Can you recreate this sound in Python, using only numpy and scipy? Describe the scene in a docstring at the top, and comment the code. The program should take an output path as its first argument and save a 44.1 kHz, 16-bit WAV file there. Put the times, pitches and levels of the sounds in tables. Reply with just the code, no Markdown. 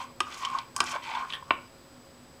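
"""A metal spoon beats thick batter in a plastic cup: stick-slip clicks ring the cup's moving hollow,
scrape its wall and fizz with torn batter and bursting bubbles; air pockets plop and the spoon sucks free.
Knocks and light ticks are damped mode clusters of cup and spoon; the last knock is dull.
Quick echoes and a short room tail follow; noise, hum bands and a thin vibrato whine run throughout."""
import sys
import numpy as np
from scipy import signal
from scipy.fft import rfft, irfft
from scipy.io import wavfile
from scipy.ndimage import uniform_filter1d

SR = 44100
rng = np.random.default_rng(int(sys.argv[2]) if len(sys.argv) > 2 else 0)


def master(y):
    """Save y as 16-bit WAV."""
    cut = np.clip(np.atleast_2d(y).T, -1, 1)
    pcm = np.round(cut * 32767)  # scale
    wavfile.write(sys.argv[1], SR, pcm.astype(np.int16))


N = 105840  # samples


def amp(db):
    """dB to amplitude."""
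    return 10 ** (np.asarray(db) / 20)


def unit(x):
    """Scales to rms 1."""
    return x / np.sqrt(np.mean(x ** 2) + 1e-20)


def read(points, hz):
    """Interpolates a table on a log-frequency axis."""
    freq_hz, value = np.transpose(points)
    return np.interp(np.log(hz + 1), np.log(freq_hz + 1), value)


def add(mix, start_s, sound):
    """Mixes a sound in place, cropped at the end."""
    part = mix[round(start_s * SR):][:len(sound)]
    part += sound[:len(part)]


def colour(x, points, size=4096):
    """Minimum-phase filter with the given dB spectrum."""
    gain_db = read(points, abs(np.fft.fftfreq(size, 1 / SR)))
    log_gain = np.log(amp(gain_db))
    response = np.exp(np.conj(signal.hilbert(log_gain)))
    taps = np.fft.ifft(response).real[:size // 2]
    return signal.fftconvolve(x, taps)[:len(x)]


def cut(x, hz, kind, order=2):
    """Butterworth low-pass or high-pass."""
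    return signal.sosfilt(signal.butter(order, hz, kind, fs=SR, output="sos"), x)


def resonate(x, hz, width_hz):
    """One-pole resonance in a frame rotating with the curve hz."""
    turn = np.exp(2j * np.pi * np.cumsum(hz) / SR)
    r = np.exp(-np.pi * width_hz / SR)
    return 2 * (turn * signal.lfilter([1 - r], [1, -r], x / turn)).real


def slips(per_s, spread_db):
    """Random stick-slip clicks of uneven size and either sign."""
    size = amp(spread_db * np.minimum(rng.exponential(1, N), 3))
    hit = rng.random(N) < per_s / SR
    return size * rng.choice([-1, 1], N) * hit


def burst(t60_s, points):
    """A dense, fast-dying cluster of modes: decaying random signs, coloured, level-normalised."""
    t = np.arange(SR // 8) / SR
    x = colour(rng.choice([-1., 1.], len(t)) * amp(-60 * t / t60_s), points)
    return x / np.sqrt(np.sum(x ** 2) / (t60_s * SR)) / 10


# room air colour: freq_hz, shape_db
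AIR_COLOUR = [(25, -12), (75, -5.5), (140, -3), (200, -9.5), (400, -9.5), (700, -12), (1200, -14),
              (2400, -21.5), (4200, -22.5), (6000, -27), (7400, -28.5), (9000, -31.5), (12000, -36.5),
              (16000, -40)]
# appliance hum and whine bands: centre_hz, width_hz (at half amplitude), level_db
HUM_BANDS = [(246.8, 8.5, -60.5), (288.4, 6.4, -69), (351, 8.1, -67.5), (546.5, 8.9, -65),
             (4916, 300, -67.5), (7800, 600, -76.5), (14650, 620, -74.5)]
AIR_DB = -54.5
WHINE_HZ, WHINE_DB, WHINE_SWING_HZ, WHINE_VIBRATO_HZ = 7863, -67, 26, 30


def background():
    """Coloured air noise, narrow noise bands of an appliance and a tone with fast, slight vibrato."""
    hz, t = np.fft.rfftfreq(N, 1 / SR), np.arange(N) / SR
    air_spectrum = rfft(rng.standard_normal(N)) * amp(read(AIR_COLOUR, hz))
    out = amp(AIR_DB) * unit(irfft(air_spectrum, N))
    for centre_hz, width_hz, level_db in HUM_BANDS:
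        phases = np.exp(2j * np.pi * rng.random(len(hz)))
        band = phases / (1 + (2 * (hz - centre_hz) / width_hz) ** 2)
        out += amp(level_db) * unit(irfft(band, N))
    whine_hz = WHINE_HZ + WHINE_SWING_HZ * np.sin(2 * np.pi * WHINE_VIBRATO_HZ * t)
    whine = np.sin(2 * np.pi * np.cumsum(whine_hz) / SR)
    return out + amp(WHINE_DB) * unit(whine)


# decay of the small tiled room: freq_hz, t60_s
ROOM_DECAY = [(150, 0.41), (1000, 0.33), (2500, 0.35), (4000, 0.26), (7000, 0.14), (15000, 0.24)]
ROOM_DB, ECHO_DB = -13, -12


def kitchen(x):
    """Quick dense echoes from counter and hands, then a sparse room tail decaying per frequency."""
    t = np.arange(SR // 2) / SR
    hit = rng.random(len(t)) < 4000 / SR  # reflections per second
    taps = rng.choice([-1., 1.], len(t)) * hit * (t > .007)
    hz, when_s, z = signal.stft(taps, SR, nperseg=256)
    decay = amp(-60 * when_s / read(ROOM_DECAY, hz)[:, None])
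    tail = signal.istft(z * decay, SR, nperseg=256)[1][:len(t)]
    early = rng.standard_normal(len(t)) * (t > .002) * np.exp(-t / 0.0023)
    room = amp(ROOM_DB) * tail / np.linalg.norm(tail)
    echo = amp(ECHO_DB) * early / np.linalg.norm(early)
    return signal.fftconvolve(x, room + echo)[:N]


# air pockets popping in the batter: start_s, level_db, pitch_hz
PLOPS = [(.432, -26.5, 1079), (.448, -26.5, 1072), (.459, -28, 1064), (.470, -29, 1112), (.500, -31, 1067),
         (.549, -24, 1088), (.564, -29.5, 1017), (.587, -32, 938), (.7625, -28.5, 1042), (.931, -40, 600),
         (.954, -32.5, 588), (.961, -29, 938), (1.147, -27.5, 924), (1.424, -35, 1010)]
PLOP_RISE_S, PLOP_T60_S = 0.0024, 0.027


def plops():
    """Each air pocket swells quickly and rings as a sine, damped by the batter."""
    out, t = np.zeros(N), np.arange(SR // 10) / SR
    shape = (1 - np.exp(-t / PLOP_RISE_S)) ** 2 * amp(-60 * t / PLOP_T60_S)
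    shape /= shape.max()
    for start_s, level_db, pitch_hz in PLOPS:
        add(out, start_s, amp(level_db) * shape * np.sin(2 * np.pi * pitch_hz * t))
    return out


# modes of the batter-filled cup: freq_hz, level_db (relative), t60_s
CUP_MODES = [(342.5, -18, 0.056), (630, -16.5, 0.034), (827, -17, 0.048), (964, -1.5, 0.025),
             (1153, 1, 0.026), (1566, -5, 0.021), (1914, -15.5, 0.046), (2423, -1, 0.015),
             (2836, -4.5, 0.021), (3120, -5, 0.022), (3580, -12, 0.02), (3880, -16, 0.024),
             (4250, -16, 0.0094)]


def cup_ring(pitch):
    """The cup's short, batter-damped modes with alternating signs, peak 1."""
    t = np.arange(SR // 8) / SR
    ring = np.zeros(len(t))
    for k, (freq_hz, level_db, t60_s) in enumerate(CUP_MODES):
        mode = amp(level_db - 60 * t / t60_s) * np.cos(2 * np.pi * freq_hz * pitch * t)
        ring += mode * (-1) ** k
    return ring / abs(ring).max()


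# light spoon ticks and batter snaps: start_s, level_db, centre_hz, half_width_octaves (at -6 dB), t60_s
TICKS = [(.324, -29.5, 3400, 0.62, 0.019), (0.343, -29.5, 4900, 0.65, 0.031),
         (0.387, -33.5, 7000, 0.96, .015), (.4498, -14, 3010, 0.19, 0.018),
         (0.4498, -23.5, 5560, 0.37, 0.037), (0.501, -32, 3460, 0.88, 0.012),
         (0.5865, -19.5, 3520, 0.42, 0.02), (0.781, -30, 10000, .4, 0.017), (.8403, -22, 7200, 0.36, 0.011),
         (.865, -28, 4800, .3, 0.022), (1.150, -25.5, 3170, 0.28, 0.03), (1.3035, -22.5, 3260, 0.18, 0.02),
         (1.324, -19.5, 3100, 0.18, 0.01), (1.3349, -18.5, 3240, 0.19, 0.017)]
TICK_CUP_DB = -14.5  # cup ring, relative to the tick's level
TICK_TOP_HZ = 10000  # upper limit of the ticks' treble


def ticks():
    """Light touches: a band-shaped burst that barely stirs the cup."""
    out, hz = np.zeros(N), np.geomspace(200, 18000, 60)
    for start_s, level_db, centre_hz, half_width_octaves, t60_s in TICKS:
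        offset = np.log2(hz / centre_hz) / half_width_octaves
        shape_db = -20 * np.log10(1 + offset ** 2)
        touch = burst(t60_s, np.c_[hz, shape_db]) + amp(TICK_CUP_DB) * cup_ring(1)
        add(out, start_s, amp(level_db) * touch)
    return cut(out, TICK_TOP_HZ, "low", order=4)


# bare spoon colour: freq_hz, gain_db (before the knock's tilt)
SPOON_COLOUR = [(800, -46), (2200, -7), (3200, -2), (4300, -2.5), (5200, 8), (6050, 2), (6900, 6),
                (7300, -5.5), (8200, 2.5), (9300, -3), (10500, -13), (13000, -23), (16000, -32)]
METAL_T60_S, METAL_PIVOT_HZ, SNAP_DB = .018, 5000, 7.5


def metal_tick(tilt_db_per_octave):
    """The bare spoon's sharp snap (a coloured impulse) and short ring."""
    hz, gain_db = np.transpose(SPOON_COLOUR)
    points = np.c_[hz, gain_db + tilt_db_per_octave * np.log2(hz / METAL_PIVOT_HZ)]
    ring = burst(METAL_T60_S, points)
    return ring + amp(SNAP_DB) * colour(signal.unit_impulse(len(ring)), points)


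# the cup's hollow as the spoon moves: time_s, resonance_hz, ringing_db, dull_db
HOLLOW_PATH = [(0, 970, 0.5, -10.5), (0.199, 1253, -5.5, -23), (.33, 1120, -7, -1), (.46, 1045, -1, -17.5),
               (.6, 1023, -2, -11), (0.801, 1180, -11.5, 0), (.96, 1048, -3.5, -7.5), (1.12, 900, -0.5, -8),
               (1.22, 1062, .5, -6), (1.35, 1075, -5.5, -10)]


def hollow(s):
    """Resonance in Hz, ringing level and dull level in dB of the cup's hollow at time s."""
    when_s, *columns = np.transpose(HOLLOW_PATH)
    return [np.interp(s, when_s, column) for column in columns]


# knocks on the cup: start_s, level_db (before doubling), bright_hz (low-pass), low_cut_hz, pitch_factor,
# metal_db, metal_tilt_db_per_octave, hollow_db, thump_db
KNOCKS = [(0.2043, -14, 5600, 880, 1.03, -18, -2.5, -24, -33),
          (0.764, -29.5, 9000, 1000, 1, -16.5, 4.5, -34, -70),
          (0.8043, -12.5, 7000, 295, 1.0, -10.5, -2, -38, -33),
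          (1.5067, -8.5, 3300, 358, 0.95, -64, 0, -26, -29)]
# counter thump colour: freq_hz, gain_db
THUMP_COLOUR = [(30, -28), (75, -2.5), (130, -12.5), (230, -6), (340, 4), (480, -11.5), (1500, -42.5)]
# contact crack colour: freq_hz, gain_db
CRACK_COLOUR = [(300, -18), (700, 7), (1050, -2), (2000, -2), (3000, -26), (4000, -1), (5200, -3.5),
                (12000, -40)]
CRACK_DB, CRACK_T60_S = -10.5, .032  # level relative to the cup ring
HOLLOW_T60_S, THUMP_T60_S = 0.1, 0.17


def knocks():
    """Spoon meets cup: wall modes, a crack, a metal tick, the hollow's ring and a counter thump."""
    out, t = np.zeros(N), np.arange(SR // 4) / SR
    for start_s, level_db, bright_hz, low_cut_hz, pitch, metal_db, tilt_db, hollow_db, thump_db in KNOCKS:
        blow = cup_ring(pitch) + amp(CRACK_DB) * burst(CRACK_T60_S, CRACK_COLOUR)
        blow = cut(blow, bright_hz, "low", order=4)
        blow = cut(blow, low_cut_hz, "high")
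        add(out, start_s, 2 * amp(level_db) * blow)
        add(out, start_s, amp(metal_db) * metal_tick(tilt_db))
        hollow_hz = hollow(start_s)[0]
        add(out, start_s, amp(hollow_db - 60 * t / HOLLOW_T60_S) * np.sin(2 * np.pi * hollow_hz * t))
        add(out, start_s, amp(thump_db) * burst(THUMP_T60_S, THUMP_COLOUR))
    return out


# colour as the spoon sucks free of the batter: freq_hz, gain_db
SUCK_COLOUR = [(1200, -19), (1830, 5.5), (2200, -21), (2700, -12), (3200, 4), (3800, -7.5), (4600, -15),
               (6000, -31), (9000, -26), (11000, -26), (12500, -34), (15000, -42)]
SUCK_S, SUCK_WIDTH_S, SUCK_DB = 1.342, .013, -37  # centre, Gaussian sigma, level at centre


def suck():
    """The spoon sucks free of the batter: a brief Gaussian swell of coloured slips."""
    t = np.arange(N) / SR
    swell = np.exp(-((t - SUCK_S) / SUCK_WIDTH_S) ** 2 / 2)
    return amp(SUCK_DB) * swell * unit(colour(slips(per_s=1500, spread_db=-0.5), SUCK_COLOUR))


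BUBBLES_PER_S, BUBBLE_CYCLES = 600, 4.5  # rate over all pitches; cycles to decay by 1/e
BUBBLE_LOW_HZ, BUBBLE_HIGH_HZ, BUBBLE_TILT_DB_PER_OCTAVE = 2460, 11700, -2.5


def bubbles(count=28):
    """Tiny bubbles burst in torn batter, each ringing a few cycles at one of count pitches; rms 1."""
    out, t = np.zeros(N), np.arange(SR // 80) / SR
    for hz in np.geomspace(BUBBLE_LOW_HZ, BUBBLE_HIGH_HZ, count):
        gain = amp(BUBBLE_TILT_DB_PER_OCTAVE * np.log2(hz / BUBBLE_LOW_HZ))
        ping = gain * np.sin(2 * np.pi * hz * t) * np.exp(-t * hz / BUBBLE_CYCLES)
        out += signal.oaconvolve(slips(BUBBLES_PER_S / count, spread_db=4), ping)[:N]
    return unit(out)


# wet fizz colour: freq_hz, gain_db
FIZZ_COLOUR = [(2500, -22.5), (4300, -5.5), (5200, 4.5), (6500, 2.5), (7400, -0.5), (9000, -7.5),
               (10000, -16), (12000, -12), (13000, -33), (16000, -37)]
CLUMP_DB, CLUMP_S = 2.5, .009  # rms level swing, averaging time
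FIZZ_DB, BUBBLE_DB = -3, -5


def wet_fizz():
    """Batter tears in clumps: dense slips with a wandering level, plus bubbles."""
    wander = unit(uniform_filter1d(rng.standard_normal(N), round(CLUMP_S * SR)))
    clumps = amp(CLUMP_DB * wander)
    wet = unit(colour(clumps * slips(per_s=4000, spread_db=3.5), FIZZ_COLOUR))
    return amp(FIZZ_DB) * wet + amp(BUBBLE_DB) * bubbles()


STEADY = .6  # how far the rub's random level swings are flattened, 0-1


def evened(x, size=700):
    """Flattens slow chance swells by dividing by a power of the running energy; rms 1."""
    energy = abs(uniform_filter1d(x ** 2, size)) + 1e-9
    return unit(x / energy ** (STEADY / 2))


# dull wall colour: freq_hz, gain_db
WALL_COLOUR = [(150, -38.5), (420, -19), (600, -11), (900, 5), (1250, -3.5), (1520, 5.5), (1800, -10.5),
               (3000, -42.5)]
RUB_WIDTH_HZ = 150  # each of two resonators


def wall_rub():
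    """The spoon judders along the wall: slips ring the moving hollow over a dull wall body."""
    hz, ringing_db, dull_db = hollow(np.arange(N) / SR)
    judder = slips(per_s=720, spread_db=1.5)
    once = resonate(judder, hz, RUB_WIDTH_HZ)
    ringing = evened(resonate(once, hz, RUB_WIDTH_HZ))
    dull = unit(colour(slips(per_s=1000, spread_db=2), WALL_COLOUR))
    return amp(ringing_db) * ringing + amp(dull_db) * dull


# one table per stroke: time_s, rub_db, scrape_db, fizz_db (gains on the three layers)
STROKES = [
    [(0, -36.5, -40.5, -52.5), (.015, -37, -41.5, -52), (.04, -45.5, -50, -56), (.1, -54, -61, -88),
     (.19, -94, -97, -87)],
    [(.27, -38, -65, -56.5), (.32, -47.5, -42.5, -53), (.39, -44, -48, -49), (.435, -35, -38, -47.5),
     (.46, -35, -35.5, -65), (.485, -40, -46.5, -59.5), (.555, -31.5, -47, -52), (.605, -39, -47, -65),
     (.64, -59, -56.5, -73), (.73, -71, -78, -79), (.77, -46, -65, -50)],
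    [(.83, -36.5, -64, -54), (.858, -42, -49, -45.5), (.875, -41, -34.5, -43), (.92, -37, -42.5, -39.5),
     (.935, -31, -40, -49), (.967, -29.5, -37.5, -54), (.98, -40.5, -51, -64)],
    [(1.012, -50, -52, -66), (1.036, -47, -43, -53), (1.095, -36.5, -38, -54.5), (1.147, -36, -38, -55.5),
     (1.175, -32, -41.5, -57.5), (1.2, -36, -41, -57), (1.24, -36, -51.5, -60), (1.27, -43, -57, -66)],
    [(1.285, -51, -50, -54), (1.3, -46, -43, -53), (1.318, -50, -45, -60), (1.338, -40.5, -40, -57),
     (1.372, -41.5, -52, -68), (1.41, -52, -66, -77), (1.456, -58, -65, -75), (1.495, -46.5, -74, -64),
     (1.52, -63, -75, -79)],
]
# scrape colour: freq_hz, gain_db
SCRAPE_COLOUR = [(600, -23), (1400, -19.5), (1850, -3), (2350, 5.5), (2750, -3.5), (3250, 0), (3750, -8),
                 (4600, -7.5), (7000, -43.5)]
SCRAPE_DB = -3


def stirring():
    """The spoon rubs the wall, scrapes and tears batter, each layer following the strokes' levels."""
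    time_s, *levels_db = np.vstack(STROKES).T
    t = np.arange(N) / SR
    rub, scrape, fizz = (amp(np.interp(t, time_s, db, right=-120)) for db in levels_db)
    grit = amp(SCRAPE_DB) * unit(colour(slips(per_s=1600, spread_db=3), SCRAPE_COLOUR))
    return rub * wall_rub() + scrape * grit + fizz * wet_fizz() + suck()


def scene():
    """Cup and spoon, their room response and the background, one channel."""
    near = knocks() + ticks() + plops() + stirring()
    return (near + kitchen(near) + background())[None]


EDGE_HZ = 16100


def record(dry):
    """The microphone's band limit: a linear-phase low-pass."""
    taps = signal.firwin(255, EDGE_HZ, window=("kaiser", 9), fs=SR)
    return signal.oaconvolve(dry, taps[None], "same")


dry = scene()
out = record(dry)
master(out)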